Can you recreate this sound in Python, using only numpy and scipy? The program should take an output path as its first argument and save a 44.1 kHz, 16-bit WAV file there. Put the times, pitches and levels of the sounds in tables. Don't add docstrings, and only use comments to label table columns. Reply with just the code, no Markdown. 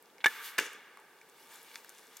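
import sys
import numpy as np
from scipy import signal
from scipy.fft import rfft, irfft, next_fast_len
from scipy.io import wavfile
from scipy.ndimage import uniform_filter1d, map_coordinates

SR = 44100
rng = np.random.default_rng(int(sys.argv[2]) if len(sys.argv) > 2 else 0)


def convert_level_to_amplitude(level_db):
    exponent = np.asarray(level_db, float) / 20
    return 10 ** exponent


def inscribe(sig):
    pcm = np.round(np.clip(np.atleast_2d(sig).T, -1, 1) * 32767)
    wavfile.write(sys.argv[1], SR, pcm.astype(np.int16))


N = 97020

# pitch_hz, level_db
AIR_COLOUR = [(71, -51), (120, -9.5), (436, -8.5), (874, -13.5), (1030, -16.5), (1550, -15), (3240, -21.5),
              (12000, -29), (16000, -33)]
# pitch_hz, level_db
CLOTH_COLOUR = [(180, -35), (300, -16), (555, -28), (870, -6.5), (1340, -7), (2170, -4.5), (2570, -6),
                (12100, -9.5), (16000, -13)]
# time_s, level_db
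MOVES = [(.9, -91), (1.1, -75), (1.33, -70), (1.4, -61), (1.48, -63.5), (1.54, -54.5), (1.62, -60.5),
         (1.77, -56.5), (1.83, -63), (1.99, -62), (2.08, -64), (2.2, -60.5)]
# start_s, peak_db, pitch_hz
LEAF_TICKS = [(.0256, -43.5, 11900), (.058, -46.5, 4960), (.0805, -51, 6500), (.1015, -47, 4000),
              (.1824, -38, 5670), (.4625, -36, 6000), (.477, -29, 6000), (.7323, -33, 10900),
              (.755, -55, 11500), (.9722, -42, 9400), (.974, -40, 4740), (1.0003, -44, 8600),
              (1.031, -50, 7200), (1.1886, -47, 5000), (1.2146, -42.5, 5630), (1.29, -43.5, 10000),
              (1.298, -45, 7400), (1.425, -49, 5500), (1.472, -40.5, 8000), (1.5125, -39, 6600),
              (1.521, -48, 12500), (1.5372, -44, 11500), (1.5435, -42, 12500), (1.5582, -31, 8000),
              (1.617, -46, 11500), (1.6178, -38.5, 4540), (1.6305, -38, 11300), (1.6475, -42, 5240),
              (1.7145, -40, 4960), (1.738, -47, 4300), (1.7445, -31.5, 4530), (1.757, -26.5, 5100),
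              (1.7575, -41, 12000), (1.793, -50, 8000), (1.846, -37, 12500), (1.8475, -36, 5530),
              (1.8938, -30, 7360), (1.8942, -40, 12500), (1.9018, -33, 6360), (1.913, -49, 6000),
              (1.922, -43, 6000), (1.949, -43, 6500), (1.973, -44, 7340), (1.9822, -37, 7500),
              (1.9865, -36, 6200), (1.994, -38, 6800), (2.07, -41, 7000), (2.121, -57, 6550),
              (2.1438, -51, 5500), (2.169, -30, 6140), (2.1693, -38, 13000), (2.172, -28.5, 6800),
              (2.199, -38, 9000)]
# start_s, peak_db, pitch_hz
WOOD_KNOCKS = [(.1826, -48, 2200), (.972, -43.5, 1140), (.9725, -48.5, 2200), (.992, -47, 990),
               (1.2146, -47, 2350), (1.496, -50, 900), (1.6465, -50, 3010), (1.714, -44.5, 2250),
               (1.7445, -44, 2320), (1.7575, -32, 2070), (1.785, -52, 2480), (1.8462, -43.5, 1690),
               (1.8468, -43, 2700), (1.889, -48, 1890), (2.165, -50, 2390), (2.1688, -50.5, 920)]
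# start_s, peak_db, pitch_hz
STRING_CREAKS = [
    (.2047, -41, 2300),
    (.2075, -49, 3200),
    (.2108, -47, 3300),
    (.2128, -48, 1900),
    (.2155, -49, 2800),
    (.2182, -50, 3400),
    (.2203, -47, 2200),
]
# time_s, level_db
FLIGHT = [
    (.262, -42),
    (.29, -49),
    (.35, -51),
    (.41, -52),
    (.455, -41.5),
    (.49, -45),
    (.52, -54),
    (.575, -59.5),
]
# pitch_hz, level_db
FEATHER_COLOUR = [(1500, -25), (3000, -5), (6000, -6), (9500, -7), (12700, -4), (16000, -9.5)]
TARGET_TIMES = [.5808, .5826, .5842, .5855, .5872, .5901, .5930, .5952, .5985]
# ring_db, crack_db, share of the free ring time
TARGET_CONTACTS = [(-23.5, -24.5, 0.98), (-32, -29, 0.42), (-25.5, -21, 0.42), (-27, -18.5, 0.15),
                   (-30.5, -26, 0.53), (-10.5, -30, 0.39), (-30, -31, 0.44), (-26.5, -29, 0.47),
                   (-36, -26, 0.4)]
# pitch_hz, level_db, t60_s
TARGET_MODES = [(360, -11.5, 0.018), (650, -10, 0.015), (940, -11, 0.011), (1270, -6, 0.012),
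                (1645, 4, 0.014), (2390, -3.5, 0.022), (2756, -6, 0.027), (3500, -15, 0.014)]
# start_s, level_db
THUDS = [
    (.608, -31.5),
    (0.624, -37),
    (0.638, -55),
    (.748, -45.5),
]
# time_s, level_db
SPRAY = [
    (.586, -75),
    (.599, -36.5),
    (.635, -42),
    (.664, -42.5),
    (.682, -50.5),
    (.74, -53.5),
    (.8, -67),
    (.88, -81),
]
# pitch_hz, level_db
LITTER_COLOUR = [(200, -18), (420, -3), (800, -13), (1700, 1), (3000, -1), (4200, -10), (6300, -3),
                 (16000, -20.5)]
SHAFT_TIMES = [.2403, .2417, .2431, .2443, .2505, .2530, .2555]
# ring_db, crack_db, share of the free ring time
SHAFT_CONTACTS = [(-43, -58, 0.22), (-27, -42, 0.29), (-20, -33, 0.16), (-15, -28.5, 0.6), (-37, -38, 0.2),
                  (-44, -41, .3), (-48, -48, 0.49)]
# pitch_hz, level_db, t60_s
SHAFT_MODES = [(1030, -8, 0.0087), (1360, -2.5, 0.0095), (1594, -2.5, 0.026), (2190, 8, 0.012),
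               (2820, -0.5, 0.016), (3570, -7.5, 0.03)]
STRING_TIMES = [.2591, .2603, .2626, .2639, .2685, .2815]
# ring_db, crack_db, share of the free ring time
STRING_CONTACTS = [(-8, -34, 0.12), (-53, -19.5, 0.19), (-17.5, -35, 0.49), (-12.5, -23, 0.98),
                   (-50, -36, .2), (-25, -33.5, 0.17)]
# pitch_hz, level_db, t60_s
LIMB_MODES = [(373, -25, 0.038), (900, -13.5, 0.018), (1250, -21, 0.04), (1570, -1.5, 0.01),
              (1742, -2, 0.055), (2240, -5.5, 0.019), (2950, -11, 0.026), (3590, -10.5, 0.027)]
# pitch_hz, level_db
CRACK_COLOUR = [(300, -32), (900, -4), (2500, 2), (3700, -4), (5500, 1), (9000, -3.5), (16000, -11.5)]
# pitch_hz, t60_s
NEAR_T60 = [(500, 0.17), (12000, 0.022)]
# pitch_hz, t60_s
FAR_T60 = [(300, 0.86), (1500, 1.98), (3500, 1.44), (6000, 1.42), (14000, 0.25)]
# pitch_hz, t60_s
GROUND_T60 = [(500, 0.18), (8000, 0.048)]
# pitch_hz, level_db
ECHO_COLOUR = [(120, -57), (200, -28), (361, -25), (397, -39), (473, -14.5), (1560, 3), (2560, 1),
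               (9000, -17), (11700, -61), (19800, -120)]
# pitch_hz, level_db
SPREAD = [(80, -4), (300, -42), (1100, -46), (1900, -19.5), (2600, -9.5), (8000, -9.5), (15000, -7.5)]
# pitch_hz, width_hz, level_db
HOUSING = [(465, 117, 8.5), (900, 137, 10.5), (1172, 111, 10), (1605, 265, 8.5), (2214, 135, 7.5),
           (2804, 103, 7), (3450, 124, 8), (12200, 370, 6)]
# pitch_hz, difference_db
TILT = [(400, -0.8), (1000, 1.2), (2400, -1.3), (6000, 4), (14000, 0.1)]
# pitch_hz, lead_radians
LEAD = [(400, 0.24), (1100, 0.013), (2000, 0.026), (4000, 0.38), (15000, 0.51)]

AIR_DB, HISS_DB, RUSTLE_DB = -64, -70.5, 2
SMOOTH_DB, LITTER_PATCH_DB = 0.8, 0.8
GRAINS_PER_S, GRAIN_DB, GRAIN_CAP_DB, CLUMP_DB = 1100, -7.5, 7, 1.5
KNOCK_T60, KNOCK_DB, KNOCK_ROUGH = 0.011, -1.5, 0.5
TICK_T60, TICK_DB, TICK_ROUGH = 0.0012, 4.5, 0.7
CREAK_T60, CREAK_ROUGH = 0.006, 0.8
RISE_CYCLES = 0.5
CRACK_T60, CRACK_RISE_S, RING_RISE_S, SCATTER_DB = 0.015, 0.00029, 0.0013, 1.5
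THUD_HZ, THUD_T60 = 422, 0.016
BOW_FAR_DB, HIT_FAR_DB, FAR_RISE_S = -5, -10.5, 0.043
BOW_NEAR_DB, SMALL_ROOM_DB = -24, -15
LOW_CUT_HZ, TOP_HZ = 160, 16140


def unit(x):
    return x / np.sqrt(np.mean(x ** 2) + 1e-20)


def along(points, hz):
    f, v = np.transpose(points)
    return np.interp(np.log(hz + 1), np.log(f + 1), v)


def filtered(x, response):
    size = next_fast_len(x.shape[-1] + 8192)
    spectrum = rfft(x, size) * response(np.fft.rfftfreq(size, 1 / SR))
    return irfft(spectrum, size)[..., :x.shape[-1]]


def coloured(x, colour):
    return filtered(x, lambda hz: convert_level_to_amplitude(along(colour, hz)))


def level(rows):
    s, db = np.transpose(rows)
    return convert_level_to_amplitude(np.interp(np.arange(N) / SR, s, db, left=-120, right=-120))


def add(track, s, sound):
    track[..., round(s * SR):][..., :sound.shape[-1]] += sound


def diffuse(pair):
    side = coloured(pair[1], SPREAD)
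    return np.array([pair[0] + side, pair[0] - side])


def rush(colour, patchy_db):
    z = signal.stft(rng.standard_normal((2, N)), nperseg=256)[2]
    field = uniform_filter1d(rng.standard_normal(z.shape[1:]), 6, 0)
    field = uniform_filter1d(field, 10, 1)
    pair = signal.istft(z * convert_level_to_amplitude(patchy_db * unit(field)), nperseg=256)[1][:, :N]
    return unit(diffuse(coloured(pair, colour)))


def trunks(x, t60, rise_s):
    hz, t, z = signal.stft(rng.standard_normal((2, 2 * SR)), SR, nperseg=256)
    fade = convert_level_to_amplitude(-60 * t / along(t60, hz)[:, None])
    swell = 1 - np.exp(-t / rise_s)
    tail = diffuse(signal.istft(z * fade * swell, SR, nperseg=256)[1])
    return signal.fftconvolve(x[None], tail / np.linalg.norm(tail[0]), axes=1)[:, :N]


def echo(s, far_db, rise_s):
    click = np.zeros(N)
    click[round(s * SR)] = convert_level_to_amplitude(far_db)
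    return coloured(trunks(click, FAR_T60, rise_s), ECHO_COLOUR)


def air():
    return convert_level_to_amplitude(AIR_DB) * rush(AIR_COLOUR, SMOOTH_DB)


def grains():
    draw = rng.random((round(GRAINS_PER_S * N / SR), 3))
    s = draw[:, :1] * N / SR
    db = np.minimum(-4.5 * np.log(1 - draw[:, 1:2]), GRAIN_CAP_DB)
    hz = 4000 * 3 ** draw[:, 2:]
    t = np.arange(200) / SR
    rings = convert_level_to_amplitude(db - 60 * t * hz / 9) * np.sin(2 * np.pi * hz * t) * (1 - np.exp(-t * hz))
    places = (s * SR).astype(int) + np.arange(len(t))
    heap = np.bincount(places.ravel(), rings.ravel(), N + len(t))[:N]
    clumps = map_coordinates(rng.standard_normal(60), [np.arange(N) / SR * 22])
    return unit(heap * convert_level_to_amplitude(CLUMP_DB * clumps))


def rustle():
    cloth = rush(CLOTH_COLOUR, patchy_db=1.5)
    return level(MOVES) * convert_level_to_amplitude(RUSTLE_DB) * (cloth + convert_level_to_amplitude(GRAIN_DB) * grains())


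def snaps(rows, t60, gain_db, rough):
    out, t = np.zeros(N + SR), np.arange(SR // 30) / SR
    for s, db, hz in rows:
        def resonance(f):
            return (f * hz / (hz * hz - f * f + 0.9j * f * hz)) ** 2
        skin = unit(filtered(rng.standard_normal(len(t)), resonance))
        life = convert_level_to_amplitude(db + gain_db - 60 * t / t60) * (1 - np.exp(-t * hz / RISE_CYCLES))
        add(out, s, life * (np.sin(2 * np.pi * hz * t) + rough * skin))
    return out[:N]


def small_sounds():
    small = snaps(WOOD_KNOCKS, KNOCK_T60, KNOCK_DB, KNOCK_ROUGH)
    small = small + snaps(LEAF_TICKS, TICK_T60, TICK_DB, TICK_ROUGH)
    small = small + snaps(STRING_CREAKS, CREAK_T60, 0, CREAK_ROUGH)
    return small + convert_level_to_amplitude(SMALL_ROOM_DB) * trunks(small, NEAR_T60, rise_s=0.0018)


def feathers():
    return level(FLIGHT) * rush(FEATHER_COLOUR, SMOOTH_DB)


def blows(times, contacts, modes):
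    out, t = np.zeros((2, N + SR)), np.arange(SR // 8) / SR
    for s, (ring_db, crack_db, share) in zip(times, contacts):
        ring = 0
        for hz, db, t60 in modes:
            fade = convert_level_to_amplitude(db + SCATTER_DB * rng.normal() - 60 * t / t60 / share)
            ring = ring + fade * np.sin(2 * np.pi * hz * t)
        ring = ring * (1 - np.exp(-t / RING_RISE_S / share))
        crack = unit(diffuse(coloured(rng.standard_normal((2, len(t))), CRACK_COLOUR)))
        crack = crack * (1 - np.exp(-t / CRACK_RISE_S))
        add(out, s, convert_level_to_amplitude(ring_db) * ring + convert_level_to_amplitude(crack_db - 60 * t / CRACK_T60) * crack)
    return out[:, :N]


def target():
    strike = blows(TARGET_TIMES, TARGET_CONTACTS, TARGET_MODES)
    thud_times = [s for s, db in THUDS]
    thud_contacts = [(db, db - 14, 1) for s, db in THUDS]
    rocks = blows(thud_times, thud_contacts, [(THUD_HZ, 0, THUD_T60), (310, -4, 0.03)])
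    spray = level(SPRAY) * (rush(LITTER_COLOUR, LITTER_PATCH_DB) + 0.18 * grains())
    return strike + rocks + spray + echo(TARGET_TIMES[0], HIT_FAR_DB, rise_s=0.011)


def bow():
    slap = blows(SHAFT_TIMES, SHAFT_CONTACTS, SHAFT_MODES)
    snap = blows(STRING_TIMES, STRING_CONTACTS, LIMB_MODES)
    direct = -slap - snap
    near = convert_level_to_amplitude(BOW_NEAR_DB) * trunks(direct.mean(axis=0), GROUND_T60, rise_s=0.0017)
    return direct + near + echo(STRING_TIMES[0], BOW_FAR_DB, FAR_RISE_S)


def scene():
    return air() + rustle() + small_sounds() + feathers() + target() + bow()


def low_pass(x):
    return signal.sosfilt(signal.butter(12, 16680, fs=SR, output="sos"), x)


def record(dry):
    def ports(hz):
        body = 1
        for centre, width, db in HOUSING:
            peak = 1j * hz * width / (centre * centre - hz * hz + 1j * hz * width)
            body = body + (convert_level_to_amplitude(db) - 1) * peak
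        cut = (hz * hz / (hz * hz - LOW_CUT_HZ ** 2 - 1.4j * hz * LOW_CUT_HZ)) ** 2
        half = convert_level_to_amplitude(along(TILT, hz) / 2) * np.exp(0.5j * along(LEAD, hz))
        return convert_level_to_amplitude(-3.5) * body * cut * np.array([half, 1 / half])

    hiss_colour = [(60, -0.5), (300, 8.0), (4000, 2.0)]  # pitch_hz, level_db
    hiss = convert_level_to_amplitude(HISS_DB) * coloured(rng.standard_normal(dry.shape), hiss_colour)
    mix = filtered(filtered(dry, ports) + hiss, lambda hz: hz < TOP_HZ)
    return low_pass(mix)


dry = scene()
out = record(dry)
inscribe(out)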